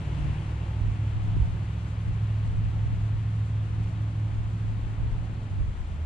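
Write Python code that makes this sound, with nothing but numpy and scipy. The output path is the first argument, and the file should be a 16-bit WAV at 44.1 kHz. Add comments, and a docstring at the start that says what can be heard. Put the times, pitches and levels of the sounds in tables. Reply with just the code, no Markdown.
"""Truck over a creek bridge

Under a concrete bridge, a heavy truck's exhaust throbs overhead at steady revs, then drops as for a
gear change. A second engine hums further off. Wheels shake the deck and their tyre wash slowly
recedes. A breeze buffets the microphone, and shallow water hisses faintly over stones."""
import sys
import numpy as np
from scipy import signal
from scipy.fft import irfft
from scipy.io import wavfile

SR = 44100
rng = np.random.default_rng(int(sys.argv[2]) if len(sys.argv) > 2 else 0)


def materialize(psi):
    """Save the field psi as 16-bit PCM at rate SR to the path in sys.argv[1].

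    A 1-D psi becomes a single channel; in a 2-D psi each row is a channel.
    """
    bounded = np.clip(np.atleast_2d(psi).T, -1, 1)
    quanta = np.round(bounded * 32767).astype(np.int16)
    wavfile.write(sys.argv[1], SR, quanta)


N = 267025
TIME = np.arange(N) / SR
BIN_HZ = np.maximum(np.arange(N // 2 + 1) * SR / N, 1)


def truck(cylinders=8, throbs_per_cycle=3, cruise_hz=103, waver_db=1.84, fading=0.5, pan_db=-0.5):
    """Exhaust drone: a strong firing tone that throbs, since the cylinders do not fire alike."""
    # revs creeping up, then let go: time_s, firing_hz
    revs = [(0, 103.9), (0.85, 104.2), (1.1, 104.6), (1.7, 106), (2.45, 106.4), (3.1, 106.8), (4.2, 106.9),
            (5.25, 107.1), (5.48, 101.2), (5.8, 79.4), (6.05, 76.37)]
    # level ride of the firing tone: time_s, relative_db
    drone = [(0, -39), (0.3, -32), (0.48, -33), (0.76, -30.5), (0.83, -27.5), (1.08, -27), (1.35, -28.5),
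             (1.55, -31), (1.85, -31), (2.15, -28.5), (2.44, -27), (2.53, -32), (2.6, -28.5), (2.95, -25.5),
             (3.45, -27.5), (4.3, -28), (5.3, -33), (5.65, -34.5), (5.82, -40.5), (6.05, -28)]
    # level rides of the exhaust's roughness: time_s, flutter_db, rasp_db
    roughness = [(0, -37.5, -57), (0.7, -42, -59), (1.9, -48, -66), (3.6, -48, -64), (4.9, -51, -61),
                 (6.05, -52, -66)]
    # weaker harmonics, the engine's body: multiple of the cycle rate, relative_db
    body = [(3, -13.5), (9, -7.5), (10, -10.5), (12, -13), (13, -10), (14, -19), (15, -23.5), (17, -25.5),
            (18, -24), (19, -24), (20, -26.5), (21, -26)]
    # highest harmonics, the exhaust's rasp: multiple of the cycle rate, relative_db
    rasp = [(23, -2), (24, -1), (26, -3), (31, -7)]
    firing_hz, = in_time(revs)
    drone_db, = in_time(drone)
    flutter_db, rasp_db = in_time(roughness)
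    # the throb fades as the truck draws away, and when the revs drop below cruising
    off_load_db = 0.15 * np.maximum(cruise_hz - firing_hz, 0)
    lower_throb = from_db(-34.5 - 0.87 * TIME - off_load_db + waver_db * drift(3.0))
    upper_throb = from_db(-43.5 - 0.55 * TIME - off_load_db + waver_db * drift(8.9))
    upper_throb += from_db(-36.5) * swell(peak_s=0.24, width_s=0.14)  # brief opening flare
    cycle_hz = firing_hz * (1 + 0.0013 * drift(5.0)) / cylinders
    cycle_phase = 2 * np.pi * np.cumsum(cycle_hz) / SR
    exhaust = from_db(drone_db - 0.96 + 1.5 * drift(10)) * np.sin(cylinders * cycle_phase)
    # the throb is a tone on either side of the firing rate, in step with it
    exhaust += lower_throb * np.sin((cylinders - throbs_per_cycle) * cycle_phase)
    exhaust += upper_throb * np.sin((cylinders + throbs_per_cycle) * cycle_phase)
    # one odd cylinder makes the drone flutter once a cycle
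    exhaust += from_db(flutter_db + waver_db * drift(2.1)) * np.sin((cylinders - 1) * cycle_phase)
    # the body slowly tilts brighter: its low harmonics sink while its top ones rise
    body_db = -36.5 - 1.15 * TIME
    partials = [(multiple, body_db + db + 0.08 * multiple * TIME) for multiple, db in body]
    partials += [(multiple, rasp_db + db) for multiple, db in rasp]
    for multiple, level_db in partials:
        # shifting reflections from deck and banks make each harmonic fade on its own
        reflections = fading * (drift(2.6) + 1j * drift(2.6))
        paths = (1 + reflections) / np.sqrt(1 + 2 * fading ** 2)
        phase = multiple * cycle_phase + rng.uniform(0, 2 * np.pi)
        exhaust += from_db(level_db) * np.real(paths * np.exp(1j * phase))
    return np.sqrt(2) * exhaust * from_db([[pan_db], [-pan_db]])


def far_engine(firing_hz=81.4, wander_hz=0.46, peak_rms_db=-40.5):
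    """A second engine hums as it comes and goes, beating against the truck."""
    phase = 2 * np.pi * np.cumsum(firing_hz + wander_hz * drift(1.9)) / SR
    return np.sqrt(2) * from_db(peak_rms_db) * swell(peak_s=2.93, width_s=1.4) * np.sin(phase)


def breeze(lull_db=-56.5, lumpy_db=2.0, bright_above_db=-33, boost_db=5.0):
    """Gusts swell out of a lull as lumpy turbulence at each microphone; stronger means brighter."""
    # gusts on the microphone: peak_s, strength_db, length_s
    gusts = [(0.245, -40, 0.17), (0.87, -35, 0.078), (1.173, -36, 0.046), (1.391, -31.5, 0.19),
             (2.109, -35.5, 0.064), (2.569, -35.5, 0.22), (2.93, -38, 0.19), (3.17, -40, 0.063),
             (3.75, -47, 0.25), (4.4, -42.5, 0.16), (4.722, -40.5, 0.08), (5.077, -38, 0.37),
             (5.62, -32.5, 0.13), (5.87, -46, 0.14)]
    # low rumble of slow eddies: frequency_hz, relative_db
    eddies = [(10, -23.5), (22, -1), (38, -0.5), (70, -6), (110, -16), (160, -25), (230, -34), (400, -52.5),
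              (1500, -80)]
    # fine turbulence of the stronger gusts: frequency_hz, relative_db
    turbulence = [(20, -14.5), (60, 9.5), (110, 0.5), (170, -8), (250, -23), (400, -33), (700, -43),
                  (1500, -69.5)]
    gusting = sum(from_db(db) * swell(peak_s, length_s / 2) for peak_s, db, length_s in gusts)
    strength_db = 20 * np.log10(from_db(lull_db) + gusting)
    channels = []
    for _ in range(2):
        local_db = strength_db + lumpy_db * drift(25)
        fine = from_db(-6 + 0.9 * (local_db - bright_above_db)) * noise(turbulence)
        channels.append(from_db(local_db + boost_db) * (noise(eddies) + fine))
    return np.array(channels)


def buffets(trim_db=-1):
    """An eddy thumps one microphone: a brief push of pressure with suction on either side."""
    # single eddies: peak_s, relative_db, width_s, channel (0 left, 1 right)
    hits = [(0.817, -15.5, 0.0028, 1), (0.886, -14.5, 0.0047, 1), (1.368, -17.5, 0.0012, 1),
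            (1.425, -27, 0.0034, 1), (2.085, -29, 0.002, 0), (2.865, -12, 0.0027, 1),
            (3.165, -22, 0.0046, 1), (4.471, -21, 0.0048, 1), (4.65, -23, 0.004, 1),
            (5.13, -15.5, 0.0045, 0), (5.569, -21, 0.0037, 0), (5.618, -15, 0.005, 1),
            (5.809, -24, 0.01, 0)]
    thumps = np.zeros((2, N))
    for peak_s, level_db, width_s, channel in hits:
        offset = (TIME - peak_s) / width_s
        thumps[int(channel)] += from_db(level_db + trim_db) * (1 - offset ** 2) * swell(peak_s, width_s)
    return thumps


def deck_rumble(steady_db=-43, surge_db=-42.5, decay_s=0.6, pan_db=0.6):
    """Wheels shake the deck, hardest at the start; its long waves reach both microphones in phase."""
    # colour of the rumble: frequency_hz, relative_db
    colour = [(10, -22), (25, 0), (45, 1.5), (75, 1.5), (125, -1.5), (170, -5), (210, -9.5), (300, -13),
              (400, -17), (600, -23), (1200, -61.5)]
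    shaking = from_db(steady_db) + from_db(surge_db) * np.exp(-TIME / decay_s)
    return shaking * noise(colour) * from_db([[pan_db], [-pan_db]])


def tyre_wash(start_db=-50, fall_db_per_s=0.2948, waver_db=0.27):
    """Tyres roar along the bridge and swell as vehicles pass, leaning left where a wall reflects them."""
    # colour of the receding roar: frequency_hz, relative_db
    roar_colour = [(200, -12), (450, -2), (650, 1.5), (900, 1), (1250, 1.5), (1600, -2), (2700, -5.5),
                   (3200, -7), (3700, -11), (4500, -16.5), (5500, -30.5), (9000, -40)]
    # vehicles close overhead: peak_s, peak_db, width_s
    near_passes = [(0.25, -48.5, 0.23), (1.1, -57, 0.7), (2.4, -57, 0.25), (2.85, -61, 0.12)]
    # colour of their tyres: frequency_hz, relative_db
    near_colour = [(200, 1.5), (500, -2.5), (900, 6.5), (1300, -8), (2000, -2.5), (2900, -2), (3800, -14),
                   (5300, -19), (7400, -20), (9300, -24), (11000, -41)]
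    # vehicles in the far lanes: peak_s, peak_db, width_s
    far_passes = [(0.25, -54.5, 0.13), (0.68, -55.5, 0.14), (1.45, -58.5, 0.23), (2.78, -54, 0.055),
                  (3.95, -56.5, 0.09), (4.32, -56.5, 0.09), (5.12, -54.5, 0.18), (6.0, -58, 0.09)]
    # colour of their tyres, dulled by the deck: frequency_hz, relative_db
    far_colour = [(150, -15.5), (330, -2), (550, -3), (900, -0.5), (1300, -13.5), (2500, -23), (5000, -45)]
    # stereo image of all the tyres: frequency_hz, coherence (0-1), left_lead_rad, left_over_right_db
    image = [(60, .99, 0, -.5), (250, .96, .05, -.5), (440, .78, .15, .3), (700, .58, .55, 3.3),
             (1020, .64, 1.15, 5.5), (1280, .26, 2.6, 5.5), (1500, .22, 4.6, 5.5), (2000, .45, 5.5, 5),
             (2650, .58, 6.25, 4.8), (3200, .43, 6.5, 3.7), (4200, .65, 6.8, 1), (5500, .4, 8, 0)]
    roar_db = start_db - fall_db_per_s * TIME + waver_db * drift(1.5)
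    roar = from_db(roar_db) * wide_noise(roar_colour, image)
    near = passing(near_passes) * wide_noise(near_colour, image)
    far = passing(far_passes) * wide_noise(far_colour, image)
    return roar + near + far


def creek(start_db=-63.5, fall_db_per_s=0.2, ripple_db=0.9):
    """Shallow water runs over stones with a faint, flickering hiss."""
    # colour of the hiss: frequency_hz, relative_db
    colour = [(1500, -1.5), (3500, -5), (4500, 0.5), (5300, -1.5), (7300, 0), (8400, -5.5), (9400, -4.5),
              (10000, -14.5), (11000, -21.5)]
    # its wide stereo image: frequency_hz, coherence (0-1), left_lead_rad, left_over_right_db
    image = [(4000, 0.29, 5.9, 0.0055), (5230, 0.15, 9, 0), (7200, 0.35, 10.1, -1), (9500, 0.16, 10.5, 1.5)]
    level_db = start_db - fall_db_per_s * TIME + ripple_db * drift(15)
    return from_db(level_db) * wide_noise(colour, image)


def passing(vehicles):
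    """Each vehicle swells and fades with its distance; their powers add."""
    powers = (from_db(db) ** 2 / (1 + ((TIME - peak_s) / width_s) ** 2)
              for peak_s, db, width_s in vehicles)
    return np.sqrt(sum(powers))


def swell(peak_s, width_s):
    """Bell-shaped rise and fall of height 1."""
    return np.exp(-((TIME - peak_s) / width_s) ** 2 / 2)


def drift(rate_hz):
    """Random wander, mostly slower than rate_hz, rms 1."""
    return rms_one(irfft(white_spectrum() / (1 + (BIN_HZ / rate_hz) ** 2), N))


def noise(colour):
    """Mono noise of a given colour, rms 1."""
    return rms_one(irfft(white_spectrum() * from_db(in_frequency(colour)[0]), N))


def wide_noise(colour, image):
    """Stereo noise, rms 1: a direct part reaches both microphones, a diffuse part differs in each."""
    coherence, lead_rad, balance_db = in_frequency(image)
    left = white_spectrum()
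    direct = coherence * left * np.exp(-1j * lead_rad)
    right = direct + np.sqrt(1 - coherence ** 2) * white_spectrum()
    pair = np.array([left * from_db(balance_db / 2), right * from_db(-balance_db / 2)])
    return rms_one(irfft(pair * from_db(in_frequency(colour)[0]), N))


def white_spectrum():
    """Spectrum of fresh white noise."""
    return rng.standard_normal(len(BIN_HZ)) + 1j * rng.standard_normal(len(BIN_HZ))


def in_time(rows):
    """Each column of an automation curve at every sample."""
    time_s, *columns = np.transpose(rows)
    return [np.interp(TIME, time_s, column) for column in columns]


def in_frequency(rows):
    """Each column of a spectrum at every frequency bin."""
    frequency_hz, *columns = np.transpose(rows)
    return [np.interp(np.log(BIN_HZ), np.log(frequency_hz), column) for column in columns]


def from_db(db):
    """Decibels to gain."""
    return 10 ** (np.asarray(db) / 20)


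def rms_one(x):
    """Scale to unit rms."""
    return x / np.sqrt(np.mean(x ** 2))


def scene():
    """Road above, creek below, wind at the microphone."""
    return truck() + far_engine() + deck_rumble() + tyre_wash() + creek() + breeze() + buffets()


def record(dry):
    """A steep low-pass takes off the top."""
    cutoff_hz = 10600
    return signal.sosfilt(signal.ellip(10, .1, 80, cutoff_hz, fs=SR, output="sos"), dry)


dry = scene()
out = record(dry)
materialize(out)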